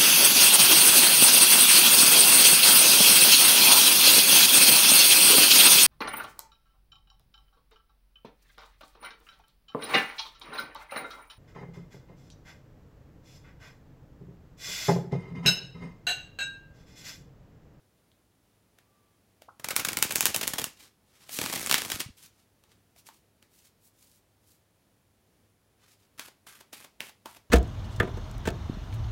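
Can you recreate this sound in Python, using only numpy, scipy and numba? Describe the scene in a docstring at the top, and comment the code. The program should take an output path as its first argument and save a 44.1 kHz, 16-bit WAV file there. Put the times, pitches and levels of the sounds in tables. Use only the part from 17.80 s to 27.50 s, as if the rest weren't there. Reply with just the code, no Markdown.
"""A faint whistle and light taps, then a blip as two packets of a tarot deck are bent back and riffled close by.
Card edges scrape and snap free, each click spreading as a bending wave; cards slap the pile and rub.
The deck is arched into a bridge, springs shut with puffs of air and is squared with soft strokes.
Last, further off, five cards are drawn one by one: flick, slide, parting tick, ring of the cupped hand.
A small room answers throughout, over rumble, hiss, hum and a high whine."""
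import sys
import numpy as np
from scipy import signal
from scipy.fft import rfft, irfft, next_fast_len
from scipy.io import wavfile
from scipy.ndimage import uniform_filter1d
from numba import njit

SR = 44100
rng = np.random.default_rng(int(sys.argv[2]) if len(sys.argv) > 2 else 0)


def transcribe(signal):
    """Save signal, clipped to [-1, 1], as a 16-bit WAV file at the path in sys.argv[1]."""
    frames = np.atleast_2d(signal).T
    limited = np.clip(frames, -1, 1)
    pcm = np.round(limited * 32767).astype(np.int16)
    wavfile.write(sys.argv[1], SR, pcm)


N = 427769
T = np.arange(N) / SR  # s
SIZE = 4096  # samples in one click
BINS = np.maximum(np.arange(SIZE // 2 + 1) * SR / SIZE, 1)  # Hz


def undb(db):
    """Decibels to gain."""
    return 10 ** (np.asarray(db) / 20)


def on_log(hz, points):
    """Read (Hz, value) points on a log-frequency axis."""
    f, value = np.transpose(points)
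    return np.interp(np.log(np.maximum(hz, 1)), np.log(f), value)


def colour(x, points):
    """Filter a sound by (Hz, dB) points."""
    n = next_fast_len(len(x) + SIZE)
    gain = undb(on_log(np.fft.rfftfreq(n, 1 / SR), points))
    return irfft(rfft(x, n) * gain, n)[:len(x)]


def unit(x):
    """Scale to rms 1."""
    return x / np.sqrt(np.mean(x ** 2))


def walk(rate_hz):
    """Smooth random wander of rms 1, with rate_hz new knots per second."""
    knots = rng.standard_normal(4 * SIZE)
    return unit(np.interp(T * rate_hz, np.arange(len(knots)), knots))


def add(out, s, x):
    """Mix x into out from time s."""
    i = int(s * SR)
    out[i:i + len(x)] += x[:N - i]


@njit
def resonator(x, hz, width_hz):
    """Band-pass with a moving centre and gain 1 there."""
    y, band, low = np.empty(len(x)), 0., 0.
    for i in range(len(x)):
        g, k = np.tan(np.pi * hz[i] / SR), width_hz / hz[i]
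        v = (band + g * (x[i] + 1e-18 - low)) / (1 + g * (g + k))
        band, low, y[i] = 2 * v - band, low + 2 * g * v, k * v
    return y


def thud(hz, decay_ms):
    """A heavily damped resonance that swells for one decay time; peak near 1."""
    t = T[:SIZE]
    age = t * 1000 / decay_ms
    return age * np.exp(1 - age) * np.sin(2 * np.pi * hz * t)


def bend(spectrum, lag_ms):
    """Bending waves travel as the root of frequency, so a click chirps downwards; lag_ms is the lag at 1 kHz."""
    return irfft(spectrum * np.exp(-4j * np.pi * lag_ms * np.sqrt(BINS / 1000)))


def scrape(length_ms):
    """Spectrum of a brief rough release, evened out to be flat on the whole."""
    ms = np.arange(SIZE) * 1000 / SR
    # the edge takes a moment to roll off the skin, then scrapes on
    grip = (1 - np.exp(-ms / 0.76)) * np.exp(-ms / (length_ms + 0.081))
    burst = rfft(rng.standard_normal(SIZE) * grip)
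    return burst / np.sqrt(uniform_filter1d(abs(burst) ** 2, size=200))


# Loudest card edges slipping off the thumbs. Each row: time in seconds, level in dB, scrape length in ms.
RIFFLE = [(1.7965, -20, 3.7), (1.8434, -2.5, 3.2), (1.8866, -3.5, 0.91), (1.9058, 1.6, 7.5),
          (1.9641, 7, 0.61), (1.9945, 1.5, 8.1), (2.0487, 4, 2.7), (2.0857, 3, 3.8), (2.1308, -4.5, 1.8),
          (2.1702, 3, 1.7), (2.188, -8, 0.26), (2.2257, 10.5, 0.82), (2.307, 1, 7.2), (2.3232, -7.5, 0.075),
          (2.358, 4, 0.2), (2.3643, -5, 2.5), (2.4079, 6, .3), (2.426, -3, 3.34), (2.4559, 9.5, 0.4),
          (2.4658, 3, 2.3), (2.5443, 4.5, 4), (2.5628, -1, 0.1), (2.6114, 0.5, 3.8), (2.63, 2, 7.9),
          (2.6781, 0.5, 0.18), (2.7355, -1.5, 3.4), (2.7829, 2, 5.1), (2.7961, -5.5, 1.1),
          (2.8418, -0.5, 0.62)]
# Loudest clumps of cards springing out of the arch. Each row: time in seconds, level in dB, scrape length in ms.
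BRIDGE = [(3.5884, 1.5, .4), (3.6139, 2, 3.1), (3.6385, -3.5, 2.6), (3.6603, 0, 1.6), (3.6977, -4, 4),
          (3.7256, 0, 4.4), (3.738, -1, .5), (3.758, -.5, 5), (3.7751, -6.5, 4), (3.8716, -2.5, 1.8),
          (3.8955, 3, 4.7), (3.9125, 13, 0.38), (3.9259, 8, 0.83), (3.9429, 15.5, 0.13), (3.98, 2.5, 4.5),
          (4.0192, -2, 0.53), (4.0484, -5, 3.9), (4.1005, -1, 2.6), (4.1173, 3.5, 2.1), (4.2019, 2.5, 4.5)]
# Spectrum of a snapping edge. Each row: frequency in Hz, gain in dB.
SNAP_COLOUR = [(40, -21), (120, 1.5), (300, -2.5), (700, 0.5), (1400, -1.5), (2300, 1), (4300, -1),
               (7000, 1), (11000, 0), (16000, -3.5)]
BASS_LOSS_DB_PER_DB = 0.5  # a harder snap gains little bass


def snaps(rows, lag_ms, drag_db, bass_db, treble_db, dulling_db, thinning_db_per_s=0):
    """Card edges drag over a finger and slip off; returns the direct sound and what the walls receive.
    Treble falls by dulling_db per doubling of the scrape, bass by thinning_db_per_s; negative values raise it."""
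    direct, spread = np.zeros(N), np.zeros(N)
    for s, level_db, length_ms in rows:
        bass = bass_db - BASS_LOSS_DB_PER_DB * level_db - thinning_db_per_s * (s - rows[0][0])
        treble = treble_db - dulling_db * np.log2(length_ms)
        tilt = on_log(BINS, [(650, bass), (1700, 0), (3400, 0), (8000, treble)])
        tone = undb(level_db + tilt + on_log(BINS, SNAP_COLOUR))
        add(direct, s - .0007, bend(scrape(length_ms) * tone, lag_ms))
        # the drag swells up to the moment of release
        drag = undb(drag_db) * irfft(scrape(2.5) * tone)[:SIZE // 4]
        add(direct, s - len(drag) / SR, drag[::-1])
        # summed over all directions, the ripple in the scrape's spectrum evens out
        add(spread, s, bend(tone, lag_ms))
    return direct, spread


# Packets interleaving, then the arch running down. Each row: start in seconds, end in seconds,
# first level in dB, last level in dB.
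SLIDES = [(1.899, 2.833, -57, -47), (3.589, 4.22, -38.5, -42)]


def pressure(start_s, end_s, first_db, last_db):
    """A slide starts and stops abruptly and swells or fades evenly in between."""
    gain = undb(np.interp(T, [start_s, end_s], [first_db, last_db]))
    return uniform_filter1d(gain * (T > start_s) * (T < end_s), size=130)


# Spectrum of card rubbing on card. Each row: frequency in Hz, gain in dB.
RUB_COLOUR = [(40, -10.5), (200, 0.5), (600, -7.5), (1200, -0.5), (2400, 0.5), (4500, 0), (8000, 0.5),
              (12000, -0.5), (16000, -10.5)]


def friction(grain, patchy_db):
    """Paper fibres catch and let go: dense grains of uneven size under wavering pressure."""
    grains = rng.standard_normal(N) * np.exp(grain * walk(1500))
    return unit(colour(grains, RUB_COLOUR) * undb(patchy_db * walk(110)))


# Hollow between the two packets. Each row: time in seconds, lowest resonance in Hz.
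HOLLOW = [(1.85, 1380), (2.0, 1500), (2.23, 1410), (2.46, 1770), (2.8, 1810)]
# Its modes. Each row: multiple of the lowest resonance, width in Hz, level in dB at the start of the riffle,
# level in dB at its end.
HOLLOW_MODES = [(1, 99.84, 7.5, -12), (1.62, 140.1, -0.5, 1.5)]


def shuffle(riffle, bridge, wobble=0.075):
    """Snaps and rubbing ring the hollow between the flexing packets, then the air under the arched deck."""
    hz = np.interp(T, *np.transpose(HOLLOW)) * (1 + wobble * walk(30))
    hollow = 0
    for multiple, width_hz, first_db, last_db in HOLLOW_MODES:
        gain = undb(np.interp(T, SLIDES[0][:2], [first_db, last_db]))
        hollow = hollow + gain * resonator(riffle, hz * multiple, width_hz * 1.)
    arch = resonator(bridge, np.full(N, 275.), 110.)
    return riffle + hollow + bridge + undb(-1.5) * arch


# Spectrum of a card slapping the pile. Each row: frequency in Hz, gain in dB.
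SLAP_COLOUR = [(25, -14.5), (55, -3), (110, 0.5), (260, 3.5), (700, -7), (1500, -9.5), (3000, -17),
               (12000, -31)]
FALL_S, FALL_SPREAD_S = 0.022, 0.002  # mean and rms spread of the fall
SLAP_FOLLOW_DB_PER_DB = 0.76  # slap level per snap level


def slaps(lag_ms, db):
    """Each card freed in the riffle lands on the pile a moment later: a dull, slow chirp."""
    out = np.zeros(N)
    for (s, level_db, _), late in zip(RIFFLE, rng.standard_normal(len(RIFFLE))):
        force = undb(db + SLAP_FOLLOW_DB_PER_DB * level_db + on_log(BINS, SLAP_COLOUR))
        add(out, s + FALL_S + FALL_SPREAD_S * late, bend(force, lag_ms))
    return out


def flutter(span, rate_hz, slap_db, tick_db, spread_db):
    """Lighter cards tick and flap down between the loud ones, at random moments in evenly spaced slots."""
    out = np.zeros(N)
    start_s, end_s = span[:2]
    for k, (when, size, lag) in enumerate(rng.random((100, 3))):
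        s = start_s + (k + when) / rate_hz
        edge = scrape(0.1 + 2 * lag)
        if s < end_s:
            slap = undb(slap_db + spread_db * size + on_log(BINS, SLAP_COLOUR))
            tick = edge * undb(tick_db + spread_db * size + on_log(BINS, SNAP_COLOUR))
            add(out, s, bend(slap, 2 + 2 * lag))
            add(out, s, bend(tick, 1.2))
    return out


def rasp(start_s, end_s, fade_s, hz, width_hz, db):
    """Midway through the riffle each stiffly bent edge scratches brightly along the thumb as it snaps free."""
    drag = sum(undb(level_db) * (T > s) * np.exp(-abs(T - s) / fade_s)
               for s, level_db, _ in RIFFLE if start_s < s < end_s)
    scratch = resonator(friction(grain=0.7, patchy_db=2.0), np.full(N, hz * 1.), width_hz * 1.)
    return undb(db) * drag * unit(scratch)


# Air squeezed out as the bridge closes. Each row: time in seconds, level in dB, pitch in Hz.
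PUFFS = [(4.142, -37, 89.5), (4.261, -35.5, 118), (4.287, -44.5, 230), (4.301, -43.5, 80)]


def puffs(decay_ms):
    """Low, quickly damped pushes of air from the closing deck."""
    out = np.zeros(N)
    for s, db, hz in PUFFS:
        add(out, s, undb(db) * thud(hz, decay_ms))
    return out


def squeak(s, length_s, low_hz, high_hz, rough, db):
    """A brief, rough rising blip as the packets are bent back."""
    hz = np.interp(T, [s, s + length_s], [low_hz, high_hz])
    push = np.exp(-(2 * (T - s) / length_s - 1) ** 2) * (1 + rough * walk(1100))
    return undb(db) * push * np.sin(2 * np.pi * np.cumsum(hz) / SR)


# Single cards drawn off the deck. Each row: flick time in seconds, slide before it in seconds,
# slide after it in seconds, flick level in dB, flick scrape length in ms, slide level in dB,
# parting tick level in dB, hand resonance in Hz, ring level in dB.
DRAWS = [(8.3947, .016, .089, -5.5, 1.5, -49.5, -21, 1410, -31),
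         (8.6681, 0.0021, .1408, -21, 6.6, -49.5, -20.5, 1490, -43.5),
         (8.9293, 0.002, .1175, -13.5, 4, -47.5, -18, 2380, -51),
         (9.2052, 0.0013, 0.089, -5, 0.31, -46.5, -21.5, 2740, -22),
         (9.458, 0.0034, 0.11, -13, 1.16, -53, -22, 980, -30.5)]
# Light taps as the deck is gripped and turned over. Each row: time in seconds, tick level in dB,
# hand resonance in Hz, ring level in dB.
TAPS = [(0.317, -48, 3520, -51), (0.9866, -29, 2000, -50), (1.62, -23, 636, -43), (3.4927, -12, 686, -40),
        (4.838, -31.5, 3500, -57), (5.1624, -32, 704, -56.5), (5.2882, -21.5, 960, -40.5),
        (5.6263, -27.5, 2700, -48)]
LEAVE_MS = 2.6  # scrape length of a card ticking off the last edge


def handling():
    """Taps on the deck, flicks and parting ticks of drawn cards; direct sound and what the walls receive."""
    flicks = [(s, db, ms) for s, _, _, db, ms, *_ in DRAWS]
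    partings = [(s + after_s, db, LEAVE_MS) for s, _, after_s, _, _, _, db, _, _ in DRAWS]
    taps = [(s, db, 1.2) for s, db, *_ in TAPS]
    parts = (snaps(flicks, lag_ms=1.048, drag_db=-18, bass_db=-8.0, treble_db=-8, dulling_db=-1.5,
                   thinning_db_per_s=-8),
             snaps(partings, lag_ms=1.034, drag_db=-3, bass_db=-7, treble_db=-8, dulling_db=-0.5),
             snaps(taps, lag_ms=1.1, drag_db=-12.0, bass_db=-16, treble_db=-7.5, dulling_db=-2.5))
    tone = [(110, -11.5), (240, 4), (420, -0.5), (900, 1), (2800, -0.5), (6000, -0.5), (14000, 0)]
    return [colour(sum(x), tone) for x in zip(*parts)]


RING_CYCLES = 0.7  # decay time in cycles


def cupped_hand():
    """Each tap or flick briefly rings the air trapped under the cards."""
    out = np.zeros(N)
    for s, *_, hz, db in list(TAPS) + list(DRAWS):
        add(out, s, undb(db) * thud(hz, 1000 * RING_CYCLES / hz))
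    return out


DRAW_FADE_DB = 8  # loss over one slide


def drawn_slides(db, ring_db, width_hz):
    """A card slides off the deck, gritty and hissing; the rubbing is coloured by the hollow of the hand."""
    rub = colour(friction(grain=0.55, patchy_db=2), [(500, 1.5), (3000, 2), (7000, -2), (14000, 1.0)])
    out = np.zeros(N)
    for s, before_s, after_s, _, _, slide_db, _, hz, _ in DRAWS:
        slide = rub * pressure(s - before_s, s + after_s, slide_db, slide_db - DRAW_FADE_DB)
        out += slide + undb(ring_db) * resonator(slide, np.full(N, hz * 1.), width_hz * 1.)
    return undb(db) * out


# Soft strokes of gripping and squaring the deck. Each row: centre in seconds, half length in seconds,
# level in dB, tilt above 1500 Hz in dB per octave.
SWISHES = [(3.019, 0.05, -55, -2.5), (3.425, 0.11, -60, -3), (3.55, 0.04, -37, 1.5), (4.426, .047, -53, 0),
           (4.59, 0.045, -67.5, -2), (4.916, 0.021, -64.5, -4), (5.186, 0.021, -59.5, 0.5),
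           (5.273, .017, -53.5, 0), (5.348, .035, -65.5, 1), (5.779, 0.058, -63, 1.5),
           (5.863, 0.024, -62, 0), (6.05, 0.039, -62, 5), (6.237, .07, -63, 2), (6.35, 0.038, -64, 2.5),
           (6.705, 0.066, -65.5, 3), (8.034, 0.037, -65, -5), (8.116, 0.036, -63, -1),
           (8.223, .035, -68.5, -2.5)]


def swishes():
    """Soft strokes of fine-grained friction swell and fade, each with its own treble tilt."""
    out = np.zeros(N)
    tone = [(300, 2.5), (1500, -1), (4000, 3.5), (12000, 2.0), (16000, 7.5)]
    soft = colour(friction(grain=0.27, patchy_db=2.5), tone)
    for s, half_s, db, tilt in SWISHES:
        during = abs(T - s) < 3 * half_s
        stroke = unit(colour(soft[during], [(1500, 0), (16000, tilt * np.log2(16000 / 1500))]))
        out[during] += undb(db) * stroke * np.exp(-((T[during] - s) / half_s) ** 2)
    return out


def whistle(s, half_s, hz, db):
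    """A thin, very faint sine with wandering phase, just before the cards come up."""
    return undb(db) * np.exp(-((T - s) / half_s) ** 2) * np.sin(2 * np.pi * hz * T + walk(40))


# Room decay. Each row: frequency in Hz, time to fall 60 dB in seconds.
ROOM_T60 = [(200, 0.14), (1200, .25), (5000, .26), (15000, 0.13)]
# Spectrum of the room tail. Each row: frequency in Hz, gain in dB.
ROOM_COLOUR = [(60, -1), (250, 0), (600, 1.5), (1500, 0), (2500, 0), (5000, -0.5), (9000, -1), (16000, 3.5)]


def room(x, build_s):
    """A small room: a diffuse noise tail with its own decay time in each band."""
    t = T[:SR // 2]
    noise, f = rfft(rng.standard_normal(len(t))), np.fft.rfftfreq(len(t), 1 / SR)
    centres_hz = np.array(ROOM_T60)[:, 0]
    tail = 0
    for (_, t60_s), share in zip(ROOM_T60, np.eye(len(ROOM_T60))):
        band = on_log(f, list(zip(centres_hz, share)))
        tail = tail + irfft(noise * band, len(t)) * np.exp(-np.log(1000) * t / t60_s)
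    tail = colour(tail, ROOM_COLOUR) * (1 - np.exp(-t / build_s))
    return signal.fftconvolve(x, tail / np.sqrt(np.sum(tail ** 2)))[:N]


def moving_room(x, count=4):
    """The hands keep moving, so the pattern of reflections drifts from one shape to another."""
    shares = np.array([walk(14) for _ in range(count)])
    shares /= np.sqrt(np.sum(shares ** 2, axis=0))
    return sum(room(x * share, build_s=0.0014) for share in shares)


# Spectrum of room rumble and microphone hiss. Each row: frequency in Hz, gain in dB.
QUIET = [(15, -38.5), (25, -10), (102, -3.5), (123, -7), (212, -7), (263, -9), (591, -14), (1130, -20.5),
         (7920, -29), (9840, -29.5), (16000, -29.5)]
QUIET_DB = -69.5  # before the low cut in scene()


def background(hum_hz, hum_db, whine_hz, whine_db):
    """Room rumble and microphone hiss, with a wavering hum and a faint high whine of narrow noise."""
    air = unit(colour(rng.standard_normal(N), QUIET)) * undb(QUIET_DB + .5 * walk(8.5))
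    hum = np.sin(2 * np.pi * hum_hz * T + walk(1.3)) * undb(hum_db + 2 * walk(1.0))
    whine = unit(resonator(rng.standard_normal(N), np.full(N, whine_hz * 1.), 300.))
    return air + hum + undb(whine_db) * whine


def scene():
    """The shuffle is close and fairly dry; taps and drawn cards are further off, thinner and roomier."""
    riffle = snaps(RIFFLE, lag_ms=1.1, drag_db=-26, bass_db=-0.5, treble_db=0.17, dulling_db=1.7)
    bridge = snaps(BRIDGE, lag_ms=1.4, drag_db=-22, bass_db=3.5, treble_db=-6.0, dulling_db=-0.54,
                   thinning_db_per_s=17.5)
    near, near_spread = map(shuffle, riffle, bridge)

    landings = slaps(lag_ms=3.8, db=-5.5)
    landings += flutter(SLIDES[0], rate_hz=32, slap_db=-12.5, tick_db=-22.5, spread_db=14.5)
    landings += flutter(SLIDES[1], rate_hz=48, slap_db=-12.5, tick_db=-22, spread_db=10.5)

    fibres = friction(grain=0.78, patchy_db=3)
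    rub = shuffle(*(fibres * pressure(*row) for row in SLIDES))
    rub += drawn_slides(db=-1.5, ring_db=-4.5, width_hz=520) + swishes()
    rub += rasp(start_s=2.34, end_s=2.44, fade_s=.022, hz=6650, width_hz=1300, db=-37.5)

    small = cupped_hand() + squeak(s=1.684, length_s=0.01, low_hz=572, high_hz=1450, rough=.6, db=-44)
    far, far_spread = handling()

    to_walls = undb(-6.0) * near_spread + undb(-8.5) * landings + undb(-3.5) * far_spread
    to_walls += undb(-7) * small + undb(-5.5) * rub

    quiet = background(hum_hz=102.4, hum_db=-77.0, whine_hz=9860, whine_db=-87.0)
    quiet = colour(quiet, [(20, -15.5), (50, 1)])
    quiet += whistle(s=1.19, half_s=0.17, hz=1170, db=-73)
    direct = near + landings + far + small + rub + puffs(decay_ms=3.5)
    return (direct + moving_room(to_walls) + quiet)[None]


TOP_HZ = 15900


def record(dry):
    """The phone rounds the sharpest peaks and cuts the top."""
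    rounded = np.tanh(1.3 * dry) / 1.3
    return signal.sosfilt(signal.ellip(10, .2, 70, TOP_HZ, fs=SR, output="sos"), rounded)


dry = scene()
out = record(dry)
transcribe(out)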